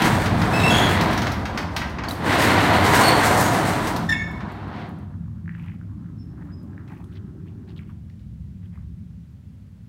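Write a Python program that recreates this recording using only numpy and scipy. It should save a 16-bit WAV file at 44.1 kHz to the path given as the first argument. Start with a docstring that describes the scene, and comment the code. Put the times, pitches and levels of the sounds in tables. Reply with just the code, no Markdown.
"""Close to a phone, a ribbed sheet-metal garage door is pushed up in two heaves, 0-1.4 s and 2.2-4.1 s.
Rollers rush in the tracks as shaped noise, panels clank as noise bursts and dry axles squeak as jittered harmonics;
a few parts ping, thin ticks follow as the rush dies away, and the sheet booms as noise through low modes.
After about 5 s a low rumble from the same modes, probably distant traffic, swells and fades, while feet scuff
over grit, filtered clicks with cracking stones; at 6.2-6.6 s a bird whistles outside. Faint still air lies under all."""
import sys
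import numpy as np
from scipy import signal
from scipy.fft import rfft, irfft
from scipy.io import wavfile
from scipy.ndimage import uniform_filter1d

SR = 44100
rng = np.random.default_rng(int(sys.argv[2]) if len(sys.argv) > 2 else 0)


def digitize_waveform(pressure):
    """Quantize a signal to 16-bit integers and store it at the path in sys.argv[1].

    Rows of a 2-D input are taken as channels; values are limited to [-1, 1].
    """
    field = np.atleast_2d(pressure).T
    bounded = np.clip(field, -1, 1)
    quanta = np.round(bounded * 32767).astype(np.int16)
    wavfile.write(sys.argv[1], SR, quanta)


N = 435708
T = np.arange(N) / SR  # seconds
F = np.maximum(np.fft.rfftfreq(N, 1 / SR), 1)  # Hz, kept above zero

# Rush of the rollers in the tracks. Each row: time in seconds, level in dB.
ROLLER_RUSH = [(0.0, -22), (0.34, -29.5), (0.53, -25.5), (0.77, -20.5), (1.03, -24.5), (1.39, -34.5),
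               (1.87, -39.5), (2.2, -34.5), (2.29, -24), (2.55, -20.5), (2.78, -21), (3.05, -19),
               (3.2, -21.5), (3.58, -23.5), (3.97, -31), (4.18, -43), (4.6, -42), (4.82, -41),
               (5.09, -55.5), (5.3, -75)]
# Colour of the rolling noise, relative only. Each row: frequency in Hz, density in dB per Hz.
TRACK_COLOUR = [(240, -28), (400, -2.5), (520, -3), (729, -1), (2050, -8), (2450, -14), (4300, -19),
                (5000, -25.5), (8600, -28), (10400, -32), (11300, -31.5), (15800, -36.5)]
# The rails ring along. Each row: frequency in Hz, mean gain in dB on the hail in that narrow band.
RAIL_MODES = [(712, -9), (975, -5), (8500, -9)]
# Lower edges of the rush, rattle and sizzle bands, in Hz.
ROLL_EDGES_HZ = 400, 1600, 5000
# Rush, rattle and sizzle. Each row: level over the rush at full run in dB (before the bursts add to it),
# dB gained per dB of rush, looseness as the share of bursts.
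ROLL_BANDS = [(2, 1., 0.044), (-1.5, 1.4, 0.12), (-19, 1.5, 0.65)]
# Sizzle above or below what the rush gives. Each row: time in seconds, offset in dB (70 % of it is applied).
SIZZLE_OFFSET = [(0.0, 5), (.6, 6), (1.4, -3.5), (1.93, -2), (2.03, -20), (2.08, -2.5), (3, 3), (3.7, 11),
                 (4.3, 1), (4.55, -5), (4.85, -12), (5.3, -1)]
# The rattle gains as the door slows to a stop. Each row: time in seconds, gain in dB.
RATTLE_GAIN = [(0.0, 0), (4.35, 0), (4.75, 4), (5.3, 2)]
# Low boom of the sheet; after about 5 s a low rumble, probably distant traffic, swells and fades.
# Each row: time in seconds, then deepest, main, upper and top mode groups in dB.
LOW_BOOM = [(0.0, -31.5, -25, -32.5, -54), (1.1, -33, -27.5, -29.5, -46), (2, -40, -39, -66, -48.5),
            (4.1, -38, -31.5, -38, -50), (4.7, -43, -39, -70, -57), (5.34, -47, -34.5, -52, -69),
            (6.44, -48, -38.5, -41.5, -53.5), (7.7, -46, -39, -48, -50), (8.1, -41, -41, -53, -65),
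            (8.94, -38, -39.5, -60, -78), (9.4, -51.5, -44, -64.5, -75), (9.88, -50, -45, -65, -74.5)]
# Low modes of the boom and rumble. Each row: frequency in Hz, width in Hz (before the skirts are steepened),
# relative level in dB.
LOW_MODES = [(50.3, 19, -10), (63.2, 2.4, -1.5), (76.1, 1.6, -2.5), (93.1, 34, -7.5), (143.6, 12, -2),
             (168.1, 8.7, 3.5), (183, 20, -1.5), (208.2, 23, 0), (256.7, 26, 1), (294.2, 22, -2.5),
             (332.3, 55, -6), (372.2, 44, -0.5)]
# Edges of the five groups of low modes, in Hz.
BOOM_EDGES_HZ = 43, 90, 120, 235, 320, 420
# The five groups shaken by the rollers. Each row: level at full run in dB, dB gained per dB of rush.
SHAKEN_GROUPS = [(-37.5, 3), (-25, 1), (-25, 0.64), (-24.5, 0.68), (-27.5, 0.86)]
# Panels clank at the hinges. Each row: start in seconds, level in dB (before a common cut),
# weight in dB: a heavy clank has more body and less treble.
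CLANKS = [(0.0187, -14.5, -1), (0.2575, -19, 4), (0.416, -21, 5), (0.8925, -26, -6), (1.0089, -17, -0.5),
          (1.1288, -21.5, 0.5), (1.175, -19, 0), (1.2182, -20.5, 1.5), (1.2666, -21.5, 6),
          (1.3167, -24.5, -3), (1.4534, -25.5, 6), (1.574, -19, 3.5), (1.7627, -16, 1.5), (1.8157, -35, 19),
          (1.8944, -38, -3), (1.9843, -32.5, 14), (2.0354, -28, 7.5), (2.0852, -25.5, -9),
          (2.1084, -31.5, -13), (2.262, -28, 9), (2.3233, -20.5, 4.5), (2.4192, -19.5, -9),
          (2.945, -19, -8.5), (3.4087, -20, -12.5), (3.8699, -21.5, -5.5), (3.961, -23.5, -3.5),
          (4.0931, -26, -2), (4.4037, -42, 14)]
# Middle, body and treble of a clank. Each row: low edge in Hz, high edge in Hz, 60 dB decay in seconds.
CLANK_BANDS = [(2410, 6040, 0.071), (730, 2340, 0.11), (7040, 15500, 0.088)]
# Stick-slip squeaks. Each row: start in seconds, length in seconds, pitch in Hz,
# share of pitch moved per unit of jitter, level in dB, octave in dB against the fundamental.
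SQUEAKS = [(0.53, 0.12, 2600, 0.012, -24.5, -12), (0.63, 0.13, 2670, 0.007, -19, -15),
           (0.58, 0.16, 3850, 0.03, -30.5, -18), (0.691, 0.2, 3320, 0.025, -21, -12.5),
           (3.026, 0.11, 4370, 0.024, -19.5, -9), (3.43, 0.09, 6680, 0.012, -35, -12),
           (4.088, 0.067, 1759, 0.017, -15.5, -12.5), (4.118, 0.13, 2203, 0.005, -25, -28),
           (4.122, 0.04, 2650, 0.03, -35, -20.5), (4.15, 0.1, 6640, .003, -50, -32)]
# Small metal parts ping. Each row: start in seconds, level in dB before decay, pitch in Hz.
PINGS = [(2.037, -21.5, 1400), (2.0545, -31, 4200), (2.0844, -21, 4470), (2.1095, -19.5, 3950)]
# Thin ticks. Each row: start in seconds, level in dB before decay, frequency in Hz that places the band.
TICKS = [(4.28, -60, 13000), (4.313, -55, 12000), (4.5196, -54, 11000), (4.68, -62, 10860),
         (4.89, -59, 12000), (4.9866, -61, 11000), (6.6293, -64, 12130), (6.877, -52, 3300),
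         (7.0419, -59.5, 9620), (8.098, -59, 3600), (8.194, -62, 3300)]
# Soles drag over grit. Each row: start in seconds, length in seconds, level in dB, frequency in Hz that scales the bands.
SCUFFS = [(5.504, 0.1, -60, 1700), (5.575, .19, -54, 1720), (6.37, 0.17, -58, 1160),
          (6.875, 0.16, -51.5, 1540), (7.118, 0.07, -56.5, 2850), (7.444, 0.091, -63.5, 2050),
          (7.672, 0.066, -59.5, 2800), (7.756, 0.087, -56.5, 2400), (7.86, 0.072, -58.5, 1800),
          (8.62, 0.062, -66, 1990), (8.715, 0.13, -63, 1400)]
# Faint shuffling between the steps. Each row: time in seconds, level in dB.
SHUFFLE = [(4.9, -65), (6.1, -62), (6.7, -57), (7.9, -66), (8.4, -78)]
# Single stones crack under a sole. Each row: start in seconds, level in dB before decay, pitch in Hz.
STONES = [(5.281, -42, 1080), (5.459, -39, 1800), (5.4788, -24.5, 1650), (5.4932, -23, 1850),
          (5.55, -28, 1700), (5.5972, -33, 2360), (5.684, -30, 2300), (5.7194, -34, 2000),
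          (5.813, -35, 1460), (6.3807, -40, 1185), (6.779, -29.5, 1710), (6.922, -38, 1800),
          (7.043, -44, 3400), (7.7917, -31, 2280), (8.1, -43, 1950), (8.775, -40, 1148)]
# A bird outside. Each row: start in seconds, length in seconds, start pitch in Hz, end pitch in Hz, level in dB
# (pitch and level before flutter).
CHIRPS = [(6.179, 0.071, 5330, 5300, -57), (6.517, .045, 4950, 5190, -57.5), (6.565, .07, 5150, 4950, -67)]
# Colour of the still air, relative only. Each row: frequency in Hz, density in dB per Hz.
AIR_COLOUR = [(240, -28.5), (400, -1), (787, -11), (1700, -13), (2910, -17), (6180, -23), (15800, -30)]

AIR_DB = -66.5
FULL_RUN_DB = -20  # rush of the door at full run
CLANK_CUT_DB, CLANK_TREBLE_DB, TREBLE_PER_WEIGHT = -7.5, -12, -1  # last one: dB of treble per dB of weight
SQUEAK_FALL_DB = -6  # each harmonic above the octave
SCUFF_TREBLE_DB = -20  # against the rest of the drag
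ROOM_T60_S, ROOM_TREBLE_T60_S, ROOM_DB = 0.56, 0.29, -3
TOP_HZ = 15830  # top of the phone's range


def undb(db):
    """Decibels to gain."""
    return 10 ** (np.asarray(db) / 20)


def unit(x):
    """Scale to rms 1."""
    return x / np.sqrt(np.mean(x ** 2))


def columns(table):
    """Turn time and dB rows into one gain track per column, at -120 dB outside the table."""
    s, *cols = np.transpose(table)
    return [undb(np.interp(T, s, c, left=-120, right=-120)) for c in cols]


def colour(x, points):
    """Shape a spectrum by Hz and dB points, straight lines over log frequency."""
    hz, db = np.transpose(points)
    gain = undb(np.interp(np.log(F), np.log(hz), db))
    return irfft(rfft(x) * gain, N)


def band(x, lo_hz, hi_hz, order=2):
    """Causal band-pass, its upper edge held to 0.45 of the sample rate at most."""
    sos = signal.butter(order, [lo_hz, min(hi_hz, .45 * SR)], "band", fs=SR, output="sos")
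    return signal.sosfilt(sos, x)


def walk(rate):
    """Random levels of rms 1, held 1 / rate seconds and slewed twice."""
    k = int(SR / rate)
    held = rng.standard_normal(N // 64)[np.arange(N) // k]
    return unit(uniform_filter1d(uniform_filter1d(held, k), k))


def grains(rate, spread_db):
    """Random clicks of very unequal size, rate per second on average, scaled to rms 1."""
    hit, size, sign = rng.random((3, N))
    loudness = undb(spread_db * np.minimum(-np.log(1 - size), 4.5))
    return unit((hit < rate / SR) * loudness * np.sign(sign - .5))


def add(out, s, x):
    """Mix x in at s seconds."""
    i = int(s * SR)
    out[i:i + len(x)] += x[:N - i]


def room(x):
    """The hard-walled garage answers with a diffuse noise tail; its treble fades first."""
    t = T[:SR]
    noise = rng.standard_normal(SR)
    low = signal.sosfilt(signal.butter(1, 5500, fs=SR, output="sos"), noise)
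    tail = low * undb(-60 * t / ROOM_T60_S) + (noise - low) * undb(-60 * t / ROOM_TREBLE_T60_S)
    tail = tail * np.minimum(t / 0.0087, 1)
    return x + undb(ROOM_DB) * signal.fftconvolve(x, tail / np.sqrt(np.sum(tail ** 2)))[:N]


def follow(db, slope):
    """A level that rises and falls with the rush of the rollers."""
    return undb(FULL_RUN_DB + db) * (columns(ROLLER_RUSH)[0] / undb(FULL_RUN_DB)) ** slope


def rollers():
    """Rollers chatter over the track in a hail of tiny knocks; loose hardware rattles in bursts, most in the treble."""
    hail = colour(grains(2500, 2.3) + 1.2 * rng.standard_normal(N), TRACK_COLOUR)
    # now one rail mode stands out, now another
    ringing = sum(undb(db + 4 * walk(7)) * band(hail, hz / 1.05, hz * 1.05, order=1) for hz, db in RAIL_MODES)
    hail = hail + ringing
    surge = undb(.4 * walk(14))
    t = T[:SR // 8]
    burst_shape = undb(-60 * t / 0.2) * np.minimum(t / 0.036, 1)
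    bursts = signal.fftconvolve(np.abs(grains(22, 2.7)), burst_shape)[:N]
    bursts /= bursts.mean()
    sizzle_gain = columns(SIZZLE_OFFSET)[0] ** .7
    own_gains = [1, columns(RATTLE_GAIN)[0], sizzle_gain]
    edges = [*ROLL_EDGES_HZ, 18000]
    out = np.zeros(N)
    for (db, slope, loose), own, lo, hi in zip(ROLL_BANDS, own_gains, edges, edges[1:]):
        level = follow(db, slope) * own * surge * undb(1.0 * walk(24.92))
        out += level * (1 + loose * bursts) * unit(band(hail, lo, hi, order=3))
    return out


def boom_and_low_rumble():
    """Noise through low modes: the sheet's boom, buried in broad noise while the door runs fast, then a low rumble."""
    modes = 0
    for hz, width, db in LOW_MODES:
        resonance = 1 + 1j * (F / hz - hz / F) * hz / width
        shaking = rfft(rng.standard_normal(N)) / np.sqrt(width)
        modes = modes + undb(db) * shaking / resonance ** 1.57  # the power steepens the skirts
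    ring, broad = irfft(modes, N), rng.standard_normal(N)
    running = np.clip(columns(ROLLER_RUSH)[0] / undb(-27.0), 0, .8)  # share of broad noise in power
    deep, main, upper, top = columns(LOW_BOOM)
    out = np.zeros(N)
    groups = zip((deep, main, main, upper, top), SHAKEN_GROUPS, BOOM_EDGES_HZ, BOOM_EDGES_HZ[1:])
    for own, (db, slope), lo, hi in groups:
        gain = np.hypot(own, follow(db - FULL_RUN_DB, slope))
        ring_part = np.sqrt(1 - running) * unit(band(ring, lo, hi, order=3))
        broad_part = np.sqrt(running) * unit(band(broad, lo, hi, order=3))
        out += gain * (ring_part + broad_part)
    return out


def clanks():
    """Each clank is a short burst of rattling metal in three noise bands, of which the body lasts longest."""
    out, t = np.zeros(N), T[:SR // 4]
    for s, db, weight_db in CLANKS:
        band_levels_db = (0, weight_db, CLANK_TREBLE_DB + TREBLE_PER_WEIGHT * weight_db)
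        for (lo, hi, t60), own_db in zip(CLANK_BANDS, band_levels_db):
            burst = unit(band(rng.standard_normal(len(t)), lo, hi, order=3))
            envelope = np.minimum(t / 0.0025, 1) * undb(-60 * t / t60)
            add(out, s, undb(db + own_db + CLANK_CUT_DB) * burst * envelope)
    return out


def squeaks():
    """A dry axle slips in an unsteady cycle: a rough stack of harmonics that stutters and rings on in the rails."""
    out = np.zeros(N)
    jitter = .25 * walk(25) + .5 * walk(200) + walk(600)
    stutter = undb(2.8 * walk(50) + 3.2 * walk(350))
    for s, length, hz, rough, db, octave_db in SQUEAKS:
        i, n = int(s * SR), int(length * SR)
        u = np.arange(n) / n
        phase = 2 * np.pi * np.cumsum(hz * (1 + rough * jitter[i:i + n])) / SR
        tone = np.sin(phase)
        for k in range(7):
            if (k + 2) * hz < TOP_HZ:
                tone = tone + undb(octave_db + k * SQUEAK_FALL_DB) * np.sin((k + 2) * phase)
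        edge = np.minimum(1, u / 0.1) * (1 - u) ** 0.51
        add(out, s, undb(db) * unit(stutter[i:i + n]) * edge * tone)
    rails = band(rng.standard_normal(SR), 300, 4600, order=1) * undb(-60 * T[:SR] / 0.72)
    return out + undb(-8.0) * signal.fftconvolve(out, rails / np.sqrt(np.sum(rails ** 2)))[:N]


def pings():
    """Each ping is a short decaying sine on one pitch, close and dry."""
    out, t = np.zeros(N), T[:SR // 20]
    for s, db, hz in PINGS:
        add(out, s, undb(db - 60 * t / .022) * np.minimum(t / 0.00083, 1) * np.sin(2 * np.pi * hz * t))
    return out


def ticks():
    """Each tick is a noise band that falls 60 dB in 36 ms."""
    out, t = np.zeros(N), T[:SR // 20]
    for s, db, hz in TICKS:
        noise = unit(band(rng.standard_normal(len(t)), hz / 1.8, hz * 1.26))
        add(out, s, undb(db) * noise * undb(-60 * t / 0.036))
    return out


def crunch(grit, lumps, hz):
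    """Grit of four sizes, each in its own narrow band and in its own uneven lumps."""
    layers = 0
    for k, size in enumerate((.5, .72, 1.02, 1.4)):
        shifted = np.roll(grit, k * 777)  # so the sizes do not click together
        layers = layers + lumps[k] * unit(band(shifted, hz * size / 1.2, hz * size * 1.2))
    return unit(layers)


def feet():
    """Soles drag over grit, and single stones crack with a ring of a few cycles."""
    grit = grains(600, 3.2)
    grit = grit + .5 * room(grit)
    lumps = np.array([undb(4.5 * walk(90)) for _ in range(4)])
    drift = np.array([undb(3.5 * walk(25)) for _ in range(4)])
    out = columns(SHUFFLE)[0] * crunch(grit, drift, 1050)
    bright = unit(band(grit, 3500, 16000))
    for s, length, db, hz in SCUFFS:
        i, n = int(s * SR), int(length * SR)
        drag = crunch(grit[i:i + n], lumps[:, i:i + n], hz) + undb(SCUFF_TREBLE_DB) * bright[i:i + n]
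        add(out, s, undb(db) * drag * np.sin(np.pi * (np.arange(n) / n) ** 0.85) ** 0.42)
    crack, t = np.zeros(N), T[:SR // 20]
    for s, db, hz in STONES:
        envelope = np.minimum(t * hz, 1) * np.exp(-t * hz / 1.86)  # rises in one cycle
        add(crack, s, undb(db) * np.sin(2 * np.pi * hz * t) * envelope)
    return out + crack + undb(-6) * (room(crack) - crack)


def bird():
    """Short gliding whistles that flutter in pitch and level, with a faint echo."""
    out, flutter = np.zeros(N), walk(160)
    for s, length, from_hz, to_hz, db in CHIRPS:
        i, n = int(s * SR), int(length * SR)
        u = np.arange(n) / n
        hz = (from_hz + (to_hz - from_hz) * u) * (1 + 0.0077 * flutter[i:i + n])
        level = undb(db + 2.2 * flutter[i - n:i]) * np.sin(np.pi * u) ** 0.76
        add(out, s, level * np.sin(2 * np.pi * np.cumsum(hz) / SR))
    return out + undb(-5.5) * (room(out) - out)


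def still_air():
    """Steady noise, strongest in the lower mids and falling towards the treble."""
    return undb(AIR_DB) * unit(colour(rng.standard_normal(N), AIR_COLOUR))


def scene():
    """Door and low rumble, then feet, the bird outside and the still air."""
    air = still_air()
    door_and_rumble = rollers() + boom_and_low_rumble() + room(clanks() + ticks()) + pings() + squeaks()
    return (door_and_rumble + feet() + bird() + air)[None]


def record(dry):
    """The phone's microphone path cuts the top steeply."""
    return signal.sosfilt(signal.ellip(10, .2, 70, TOP_HZ, fs=SR, output="sos"), dry)


dry = scene()
out = record(dry)
digitize_waveform(out)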